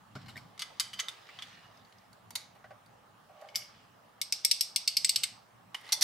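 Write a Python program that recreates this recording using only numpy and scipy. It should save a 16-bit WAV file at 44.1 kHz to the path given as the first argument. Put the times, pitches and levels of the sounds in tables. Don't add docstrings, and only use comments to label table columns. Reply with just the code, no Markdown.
import sys
import numpy as np
from scipy import signal
from scipy.fft import rfft, irfft
from scipy.io import wavfile
from scipy.ndimage import uniform_filter1d

SR = 44100
rng = np.random.default_rng(int(sys.argv[2]) if len(sys.argv) > 2 else 0)


def persist_wave(psi):
    counts = np.round(np.clip(psi, -1, 1) * 32767).astype(np.int16)
    wavfile.write(sys.argv[1], SR, np.atleast_2d(counts).T)


def gain_from_db(level_db):
    decades = np.asarray(level_db, float) / 20
    return 10 ** decades


N = 265923


def unit(x):
    return x / np.sqrt(np.mean(x ** 2) + 1e-20)


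def along(points, hz):
    f, v = np.transpose(points)
    return np.interp(np.log(hz + 1), np.log(f + 1), v)


def resonance(modes, f, damping):
    total = 0
    for k, (centre, width_hz, db) in enumerate(modes):
        loss = 1j * f * width_hz * damping
        total = total + (-1) ** k * gain_from_db(db) * loss / (centre * centre - f * f + loss)
    return total


def causal(gain):
    cepstrum = irfft(np.log(gain + 1e-6))
    cepstrum[1:len(gain) - 1] *= 2
    cepstrum[len(gain):] = 0
    return np.exp(rfft(cepstrum))


def rush(spectrum, alike, patchy_db):
    z = signal.stft(rng.standard_normal((2, N + 512)), nperseg=512)[2]
    patches = uniform_filter1d(rng.standard_normal(z.shape[1:]), size=6, axis=0)
    patches = uniform_filter1d(patches, size=12, axis=1)
    pair = signal.istft(z * gain_from_db(patchy_db * unit(patches)), nperseg=512)[1][:, :N]
    hz = np.fft.rfftfreq(N, 1 / SR)
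    turn = np.arccos(np.clip(along(alike, hz), -1, 1)) / 2
    mid, side = irfft(rfft(pair) * gain_from_db(along(spectrum, hz)) * [np.cos(turn), np.sin(turn)], N)
    return unit(np.array([mid + side, mid - side]))


def stroke(rows):
    t = np.arange(N) / SR
    return sum(gain_from_db(db - 30 * np.maximum((s - t) / rise, (t - s) / fall)) for s, db, rise, fall in rows)


def scrape(strokes, modes, damping, grit_db):
    grit = gain_from_db(grit_db * unit(uniform_filter1d(rng.standard_normal(N), size=200)))
    noise = rng.standard_normal(N) + 0.37 * rng.standard_normal((2, N))
    ringing = resonance(modes, np.fft.rfftfreq(N, 1 / SR), damping)
    return stroke(strokes) * unit(irfft(rfft(grit * noise) * ringing, N))


def ring_on(blows, modes):
    out, t = np.zeros(N + SR), np.arange(SR // 4) / SR
    beat_hz = 44.7
    lucks = rng.standard_normal((len(blows), len(modes), 2))
    for (s, db), luck in zip(blows, lucks):
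        ring = 0
        for (hz, mode_db, t60), (a, b) in zip(modes, luck):
            twin = 0.25 * np.sin(2 * np.pi * (hz + beat_hz) * t + b)
            ring = ring + gain_from_db(mode_db + 1.2 * a - 60 * t / t60) * (np.sin(2 * np.pi * hz * t) + twin)
        out[round(s * SR):][:len(t)] += gain_from_db(db) * ring * np.cos(2 * np.pi * t)
    return out[:N]


def garage(x):
    # (f/Hz, t60/s)
    fading = [(300, 0.97), (2000, 0.4), (5000, 0.4), (9000, 0.29), (15000, 0.16)]
    hz, t, z = signal.stft(rng.standard_normal((2, SR // 3)), SR, nperseg=256)
    tail = signal.istft(z * gain_from_db(-60 * t / along(fading, hz)[:, None]), SR, nperseg=256)[1]
    tail = tail * (1 - np.exp(-np.arange(tail.shape[1]) / SR / 0.001))
    tail = tail + 0.29 * tail[::-1]
    return signal.fftconvolve(x, tail / np.linalg.norm(tail[0]), axes=1)


def contacts(events, modes, chatter, edge_db, damping, wash_db, favour_db, snap, pan_db, side_db, wet_db,
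             alike=0, echo_db=-6):
    # (delay/s, level/dB)
    reflections = [(0.0027, -7.5), (0.0052, -6), (0.0093, -23), (0.0125, -13), (0.0165, -23),
                   (0.021, -21.5)]
    # (f/Hz, side level/dB)
    side_tone = [(1000, -3.5), (2500, -5), (5000, -0.5), (12000, 1.5)]
    out, t = np.zeros((2, N + SR)), np.arange(4096) / SR
    f = np.fft.rfftfreq(len(t), 1 / SR)
    small = 1j * f / (0.73 * modes[0][0])
    radiate = (small * small / (1 + 0.88 * small + small * small)) ** 2
    power = sum(np.abs(resonance([m], f, damping=0.96)) ** 2 for m in modes)
    wash = gain_from_db(wash_db) * np.sqrt(power)
    echoes = 1
    for k, (delay, db) in enumerate(reflections):
        sides = [[1], [1.8 * (-1) ** k]]
        echoes = echoes + gain_from_db(db + echo_db) * np.exp(-2j * np.pi * f * delay) * sides
    echoes[1] *= causal(gain_from_db(along(side_tone, f)))
    habit = None
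    for s, db, favoured_hz, tilt_db in events:
        luck = rng.standard_normal((len(modes), 2))
        shifted = [(c * (1 + .004 * a), w, mode_db + 2.3 * b) for (c, w, mode_db), (a, b) in zip(modes, luck)]
        rings = resonance(shifted, f, damping)

        blows = rng.standard_normal((4, len(t)))
        habit = blows if habit is None else habit
        share = np.clip(alike, 0, 1) * (habit is not blows)
        blows = share * habit + np.sqrt(1 - share ** 2) * blows
        dying = np.exp(-(t / max(chatter, 3e-4)) ** 1.6)
        blows = blows * np.abs(blows) ** .3 * dying * gain_from_db([[0], [side_db], [0], [side_db]])
        blows[::2, :3] = snap * np.array([3.5, 6.5, 3.5])

        favoured = 1 + resonance([(favoured_hz, 0.098 * favoured_hz, favour_db)], f, damping=0.79)
        low_db, high_db = edge_db - tilt_db / 2, edge_db + tilt_db / 2
        tone = along([(1400, low_db), (4200, 0.0042), (5500, 0.011), (9000, high_db)], f)
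        colour = radiate * favoured * causal(gain_from_db(tone))
        z = rfft(blows)
        struck = (z[:2] * rings + z[2:] * causal(wash)) * colour * echoes
        mid, side = irfft(struck, len(t)) * (t < .08)
        click = gain_from_db([[pan_db / 2], [-pan_db / 2]]) * np.array([mid + side, mid - side])
        click *= gain_from_db(db + 1.5) / np.abs(mid).max()

        spread = irfft(causal(np.hypot(np.abs(rings), wash)) * colour / np.sqrt(favoured), len(t))
        wet = gain_from_db(wet_db) * garage(spread[None] * np.linalg.norm(click[0]) / np.linalg.norm(spread))
        wet[:, :len(t)] += click
        out[:, round(s * SR):][:, :wet.shape[1]] += wet
    return out[:, :N]


def room_air():
    # (f/Hz, likeness)
    likeness = [(25, 0.84), (60, 1), (130, 0.94), (290, 0.27), (700, 0.24), (1500, 0.22), (4000, .3),
                (12000, 0.2)]
    # (f/Hz, level/dB per Hz)
    hiss = [(180, -29.5), (300, -15.5), (842, -5.5), (946, -9), (1210, -7.5), (1460, -13), (1750, -14),
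            (2400, -22), (2840, -20.5), (4160, -26), (14700, -35.5), (16000, -23)]
    # (f/Hz, level/dB per Hz)
    machine = [(13, -48), (22, -35), (48, -0.5), (76, -12), (81, -22.5), (92, -4.5), (108, -1), (120, 2),
               (139, -11.5), (180, -2), (314, -12), (346, -20.5), (400, -18), (520, -40.5), (880, -120)]
    # (f/Hz, width/Hz, level over the rumble/dB)
    hum_mode = (150, 5, 2)
    # (t/s, level/dB, build-up/s, let-go/s)
    sleeve = [
        (1.1, -59.5, 1.6, 2.2),
        (3.48, -64.5, 0.25, .7),
        (6.03, -53.5, 0.54, .1),
    ]
    # (t/s, level/dB, build-up/s, let-go/s)
    shudder = [
        (0.27, -52.5, 0.5, 0.52),
    ]
    air_db, rumble_db = -60.5, -65.5
    rumble = rush(machine, likeness, patchy_db=2.54)
    hum = 1 + np.abs(resonance([hum_mode], np.fft.rfftfreq(N, 1 / SR), damping=0.81))
    rumble = unit(irfft(rfft(rumble) * hum, N))
    air = np.hypot(gain_from_db(air_db), stroke(sleeve)) * rush(hiss, likeness, patchy_db=1.9)
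    return air + np.hypot(gain_from_db(rumble_db), stroke(shudder)) * rumble


def bench():
    # (f/Hz, width/Hz, level/dB)
    top_modes = [(115.6, 21, -9.5), (134.6, 43, 6), (188.5, 61, 4.5), (250, 87, 3.5), (407, 110, 0.5),
                 (617, 76, -2)]
    # (t/s, level/dB)
    thumps = [
        (0.155, -35),
        (0.357, -46),
    ]
    out, t = np.zeros(N), np.arange(SR // 2) / SR
    boom = sum(gain_from_db(db) * np.exp(-np.pi * .3 * w * t) * np.sin(2 * np.pi * hz * t) for hz, w, db in top_modes)
    boom *= 1 - np.exp(-t / 0.0031)
    for s, db in thumps:
        out[round(s * SR):][:len(t)] += gain_from_db(db - 7.5) * boom
    return out


def hands():
    # (t/s of most pressure, level/dB, build-up/s, let-go/s)
    rubs = [(0.22, -59.5, 0.089, 0.088), (0.8, -64, 1, .5), (1.46, -53.5, 0.97, 0.6), (2.0, -76, 0.54, .6),
            (3.4, -68, 0.15, 0.29), (3.78, -63.5, 0.66, 0.37), (5.92, -49, 0.21, 0.08),
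            (6.03, -66, 0.091, .1)]
    # (f/Hz, level/dB per Hz)
    skin = [(710, -52), (1200, -10), (1790, -1), (2120, -4.5), (2850, -3), (5100, -8), (5610, -13.5),
            (15000, -38.5)]
    grit = unit(gain_from_db(1.7 * unit(uniform_filter1d(rng.standard_normal(N), size=160))))
    return stroke(rubs) * grit * rush(skin, [(1500, 0.45), (9000, 0.38)], patchy_db=2.5)


def wire():
    # (t/s, level/dB, build-up/s, let-go/s)
    drag = [
        (1.62, -65, .6, 0.28),
    ]
    # (f/Hz, width/Hz, level/dB)
    wire_modes = [(1860, 93, 3), (2890, 20, 13), (4050, 86, -6.5), (4450, 200, -15), (5670, 37, -14)]
    return scrape(drag, wire_modes, damping=0.53, grit_db=4.5)


def squeak():
    # (t/s, f/Hz, level/dB)
    glide = [(.354, 1820, -62), (.359, 1866, -44), (.3635, 1824, -60), (.366, 1700, -44),
             (0.3695, 2160, -47), (.377, 2310, -44.5), (.383, 2200, -52), (0.389, 2200, -66)]
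    s, hz, db = np.transpose(glide)
    t = np.arange(N) / SR
    turn = 2 * np.pi * np.cumsum(np.interp(t, s, hz)) / SR
    rough = 1 + .6 * unit(uniform_filter1d(rng.standard_normal(N), size=90))
    gain = gain_from_db(np.interp(t, s, db, left=-120, right=-120))
    return gain * rough * (np.sin(turn) + .3 * np.sin(2 * turn))


def lift():
    # (t/s, peak/dB, favoured f/Hz, tilt/dB)
    ticks = [(0.1531, -39, 1450, -8.5), (0.218, -58, 5100, -7), (0.2586, -47.5, 4050, -3),
             (0.2826, -43.5, 2870, 0), (0.2914, -47.5, 4050, 7), (0.357, -55, 1950, 9.5),
             (0.3678, -42.5, 2120, 7.5), (0.3738, -56, 2260, 0.5)]
    # (f/Hz, width/Hz, level/dB)
    slider = [(750, 71, -5), (1244, 1800, -5), (2200, 120, 0.5), (2970, 270, -6), (3750, 84, -1.5),
              (4200, 350, -5.5), (5394, 620, -6.5), (7400, 510, -13.5), (10980, 2200, -58)]
    return contacts(ticks, slider, 0.018, edge_db=2.0, damping=0.87, wash_db=-4.5, favour_db=9.0, snap=0.37,
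                    pan_db=4.0, side_db=-8, wet_db=-7.5)


def loose_parts():
    # (t/s, peak/dB, favoured f/Hz, tilt/dB)
    knocks = [(0.578, -41.5, 2330, -12), (0.5942, -26, 4700, 0), (0.5975, -31.5, 4600, -3),
              (0.6075, -31.5, 4340, -6), (0.6155, -33, 5200, -1.5), (0.62, -23, 5000, -4),
              (0.623, -26, 3330, -14), (0.63, -38.5, 3400, -10)]
    # (t/s, peak/dB, favoured f/Hz, tilt/dB)
    rattle = [(0.7983, -13, 4900, 5.5), (0.8023, -24, 5000, -20), (0.9324, -34, 3120, -9),
              (0.937, -32.5, 3000, -3), (0.9941, -25.5, 3160, -24), (0.9988, -18.5, 6450, -8),
              (1.004, -31, 3360, -4), (1.0843, -24, 3600, -6), (1.29, -43, 2180, -28),
              (1.3887, -32.5, 3220, -27), (1.4228, -30, 3300, -11)]
    # (f/Hz, width/Hz, level/dB)
    loose = [(1260, 120, -12.5), (1620, 40, -12.5), (2040, 66, -4), (2320, 210, -11.5), (2970, 22, -6),
             (2990, 150, -9), (3400, 730, -8.5), (3750, 180, -7.5), (4600, 520, -8), (5110, 25, -9.5),
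             (5640, 130, -10.5), (6480, 390, -9), (7890, 200, -7.5), (9340, 1000, -13), (11100, 860, -14),
             (13190, 2000, -41)]
    # (t/s, level/dB, build-up/s, let-go/s)
    skid = [
        (0.994, -29, 0.02, 0.0047),
    ]
    # (t/s, level/dB)
    frame_blows = [
        (0.799, -42.5),
        (0.935, -51),
    ]
    # (f/Hz, level/dB, t60/s)
    frame_modes = [(1980, -19, 0.25), (3076, 0.5, 0.34), (4000, -21, 0.34), (4570, -4, 0.285),
                   (4800, -2.5, 0.25), (5556, -15, .3), (6130, -19, 0.31), (7800, -12, 0.25)]
    # (t/s, level/dB)
    landing_blows = [
        (0.995, -40.5),
    ]
    # (f/Hz, level/dB, t60/s)
    landing_modes = [(1180, -15, 0.11), (2046, -4, 0.21), (3040, -5, 0.26), (4100, -8, .11),
                     (5383, -10, .18), (6277, -13, .3)]
    knocking = contacts(knocks, loose, 0.0047, echo_db=-4, edge_db=-1.0, damping=1.0, wash_db=5, favour_db=2.5,
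                        snap=0.75, pan_db=2.5, side_db=-7, wet_db=-12)
    rattling = contacts(rattle, loose, 0.01, echo_db=-5.5, edge_db=-0.5, damping=0.73, wash_db=8.5,
                        favour_db=8.0, snap=1.0, pan_db=1.0, side_db=-7.5, wet_db=-12.0)
    skidding = scrape(skid, loose[:9], damping=0.68, grit_db=-6)
    ringing = ring_on(frame_blows, frame_modes) + ring_on(landing_blows, landing_modes)
    return knocking + rattling + skidding + ringing


def seating():
    # (t/s, peak/dB, favoured f/Hz, tilt/dB)
    pin = [(1.773, -53, 5200, -7), (1.8494, -54, 4450, -7), (1.9245, -52, 3200, -14),
           (1.9838, -54.5, 4900, -4), (2.1297, -50.5, 4400, 7), (2.3064, -37, 910, 2),
           (2.354, -28, 3850, 3), (2.3563, -22.5, 4430, 0.5), (2.36, -31, 6540, 2),
           (2.8612, -54.5, 4500, 21)]
    # (f/Hz, width/Hz, level/dB)
    locator = [(660, 100, -15), (900, 160, -9.5), (1430, 410, -13), (2160, 320, 0), (3000, 230, -5.5),
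               (3850, 430, 0), (4547, 120, -1), (5500, 2400, -4.5), (6800, 570, -9), (9270, 980, -10),
               (11760, 2200, -11)]
    # (t/s, level/dB)
    pin_blows = [
        (2.308, -61),
        (2.357, -51),
    ]
    # (f/Hz, level/dB, t60/s)
    locator_tones = [(900, -6, 0.14), (2100, -11, 0.14), (3850, -5, .12), (4550, 1, 0.25),
                     (6880, -10, 0.27)]
    snaps = contacts(pin, locator, 0.0046, echo_db=-6, edge_db=1.0, damping=1.0, wash_db=1.5, favour_db=13.0,
                     snap=0.71, pan_db=0.5, side_db=-5.5, wet_db=-11.0)
    return snaps + ring_on(pin_blows, locator_tones)


def grip():
    # (t/s, peak/dB, favoured f/Hz, tilt/dB)
    taps = [(2.553, -54, 845, 16), (2.6425, -41.5, 1400, -3), (2.707, -43.5, 644, -8),
            (3.294, -48.5, 700, -28), (3.42, -42.5, 600, -30), (3.444, -46, 610, -13)]
    # (f/Hz, width/Hz, level/dB)
    handle = [(600, 91, 7), (805, 92, 4), (1147, 66, 1), (1510, 200, 1), (2010, 310, -3.5),
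              (3000, 150, -24)]
    # (t/s, level/dB, build-up/s, let-go/s)
    creaks = [
        (3.3, -67.5, .03, 0.32),
        (3.43, -54.5, 0.27, 0.52),
    ]
    tapping = contacts(taps, handle, 0.016, edge_db=-7.0, damping=0.94, wash_db=-9.0, favour_db=3, snap=0.64,
                       pan_db=1.5, side_db=-8, wet_db=-15.0)
    return tapping + scrape(creaks, handle[:3], damping=0.53, grit_db=-2.0)


def catch():
    # (t/s, peak/dB, favoured f/Hz, tilt/dB)
    snaps = [(3.3674, -60, 2930, -32), (3.4141, -50, 3030, -2), (3.488, -43.5, 2970, -33),
             (3.501, -57, 2470, -10), (3.545, -45, 2120, -40), (3.551, -35, 3150, -13),
             (3.5575, -15.5, 5100, -5.5), (3.5614, -27, 5500, 21), (3.6209, -42.5, 3000, -20)]
    # (f/Hz, width/Hz, level/dB)
    hook = [(1290, 500, -27), (2200, 97, 1), (3000, 260, -4), (3430, 230, -4), (4700, 510, -1),
            (5000, 290, -7), (5350, 150, -8), (5740, 830, -0.5), (7600, 990, -5), (11500, 2100, -1),
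            (11400, 2000, -4)]
    return contacts(snaps, hook, 0.0019, echo_db=-0.5, edge_db=-2.5, damping=0.69, wash_db=1.0, favour_db=8.0,
                    snap=1.0, pan_db=2.0, side_db=-3.0, wet_db=-10.0)


def release():
    # (t/s, peak/dB, favoured f/Hz, tilt/dB)
    easing = [(5.7454, -26.5, 2890, 2), (5.811, -53, 2040, 22.5), (5.8381, -50, 2070, 3),
              (5.8642, -49, 2010, 5), (5.8865, -55, 900, 2), (5.89, -37.5, 4200, -4)]
    # (f/Hz, width/Hz, level/dB)
    hinge = [(870, 56, -11), (1140, 240, -10), (2050, 154, -1), (3020, 140, -7.5), (3600, 710, -12),
             (4700, 830, -12), (5500, 640, -11.5), (7220, 1200, -26), (8870, 690, -19.5),
             (12100, 3400, -31.5)]
    # (t/s, level/dB, build-up/s, let-go/s)
    hinge_scrape = [
        (5.9, -46, 0.098, 0.029),
    ]
    # (t/s, peak/dB, favoured f/Hz, tilt/dB)
    jaw_blows = [(5.922, -17, 5500, -1), (5.9255, -14.5, 5500, 2.5), (5.9303, -21.5, 4280, -16),
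                 (5.9375, -27, 5500, 6), (6.0107, -20.5, 5040, 3), (6.017, -17.5, 6180, -8.5),
                 (6.0214, -15.5, 6110, -10), (6.0243, -13, 5590, -3.5)]
    # (f/Hz, width/Hz, level/dB)
    jaws = [(865, 31, -14), (2064, 79, -6.5), (3110, 110, -8.5), (3520, 130, 1), (4500, 480, 2.5),
            (5500, 290, -9.5), (5870, 340, -1.5), (7500, 560, -13), (8340, 450, -13), (9300, 1000, -12.5),
            (11270, 600, -11.5), (13250, 900, -33), (15300, 1700, -25.5)]
    ticking = contacts(easing, hinge, 0.0063, edge_db=3.5, damping=1.5, wash_db=7.0, favour_db=15.5, snap=0.43,
                       pan_db=1.2, side_db=-8.0, wet_db=-12.0)
    opening = contacts(jaw_blows, jaws, 0.0085, edge_db=5.0, damping=0.23, wash_db=1.0, favour_db=9.0,
                       snap=0.51, pan_db=1.5, side_db=-8.5, wet_db=-13.0)
    return ticking + scrape(hinge_scrape, hinge, damping=0.99, grit_db=5.5) + opening


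def ratchet():
    # (t/s, peak/dB, favoured f/Hz, tilt/dB)
    easy = [
        (4.215, -18.5, 5000, 6),
        (4.3241, -13.5, 5550, 5),
        (4.4418, -41, 5100, -22),
        (4.4486, -11.5, 5000, 8.5),
        (4.5126, -12.5, 4520, 5.5),
        (4.6092, -13.5, 5300, 11.5),
        (4.761, -12, 4500, 5),
    ]
    # (f/Hz, width/Hz, level/dB)
    pawl = [(2200, 120, -7), (2740, 500, -9), (3120, 83, -37), (3600, 750, -5.5), (4050, 210, -22.5),
            (4130, 100, -4.5), (4900, 390, 2.5), (5500, 120, 7), (5530, 770, -2.5), (7650, 670, -17),
            (8240, 340, -1.5), (9550, 1500, -16.5), (11380, 500, -9.5), (14130, 4100, -31.5)]
    # (t/s, peak/dB, favoured f/Hz, tilt/dB)
    loaded = [
        (4.8765, -12.5, 4900, 8),
        (4.9686, -11.5, 4600, 7),
        (5.0458, -11.5, 7560, 2),
        (5.093, -11.5, 7980, 3.5),
        (5.1596, -12.5, 7700, 5),
    ]
    # (t/s, peak/dB, favoured f/Hz, tilt/dB)
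    stop = [
        (5.2344, -17.5, 3760, -3),
        (5.237, -21, 8400, -6.5),
    ]
    # (f/Hz, width/Hz, level/dB)
    tense = [(2094, 130, -13), (2910, 330, -10.5), (3160, 100, -40), (3600, 620, -10), (4050, 230, -5),
             (4364, 140, 0.5), (4746, 140, 1.5), (5140, 430, -1.5), (5650, 1360, -7.5), (7980, 190, -5),
             (8255, 180, -4.5), (9500, 680, -23), (11380, 500, -13.5), (14220, 7100, -34)]
    # (f/Hz, level/dB, t60/s)
    spring = [(8300, -2, 0.24), (11450, -11, 0.18)]
    spring_db = -34.5
    first = contacts(easy, pawl, 0.0033, alike=0.5, echo_db=-2.2, edge_db=-1.5, damping=1.0, wash_db=0.0,
                     favour_db=-5.0, snap=0.46, pan_db=2.5, side_db=-6, wet_db=-12.0)
    later = contacts(loaded, tense, 0.0037, alike=0.58, echo_db=-1.9, edge_db=-0.3, damping=1.3, wash_db=-4,
                     favour_db=1.5, snap=0.46, pan_db=2.0, side_db=-8.5, wet_db=-12.0)
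    end = contacts(stop, tense, 0.0068, edge_db=9, damping=1.9, wash_db=-1.0, favour_db=11.5, snap=0.517,
                   pan_db=1.7, side_db=-8.0, wet_db=-13.5)
    teeth = [(s, db + spring_db) for s, db, *_ in easy + loaded + stop]
    return first + later + end + ring_on(teeth, spring)


def scene():
    around = room_air() + bench() + hands() + wire()
    handling = squeak() + lift() + loose_parts() + seating() + grip() + catch()
    return around + handling + release() + ratchet()


def roll_off(x):
    return signal.sosfilt(signal.butter(12, 16830, fs=SR, output="sos"), x)


def record(dry):
    # (f/Hz, level/dB)
    mic = [(40, -14), (90, -1), (15500, 0), (15900, -16), (16700, -28)]
    # (f/Hz, level/dB)
    ports = [(200, -0.1), (600, -3), (2000, -1.5), (5000, -1.6), (12000, -0.5)]
    padded = N + 4096
    hz = np.fft.rfftfreq(padded, 1 / SR)
    response = along(mic, hz) + np.outer([.5, -.5], along(ports, hz))
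    heard = irfft(rfft(dry, padded) * gain_from_db(response), padded)[:, :N]
    return roll_off(heard)


dry = scene()
out = record(dry)
persist_wave(out)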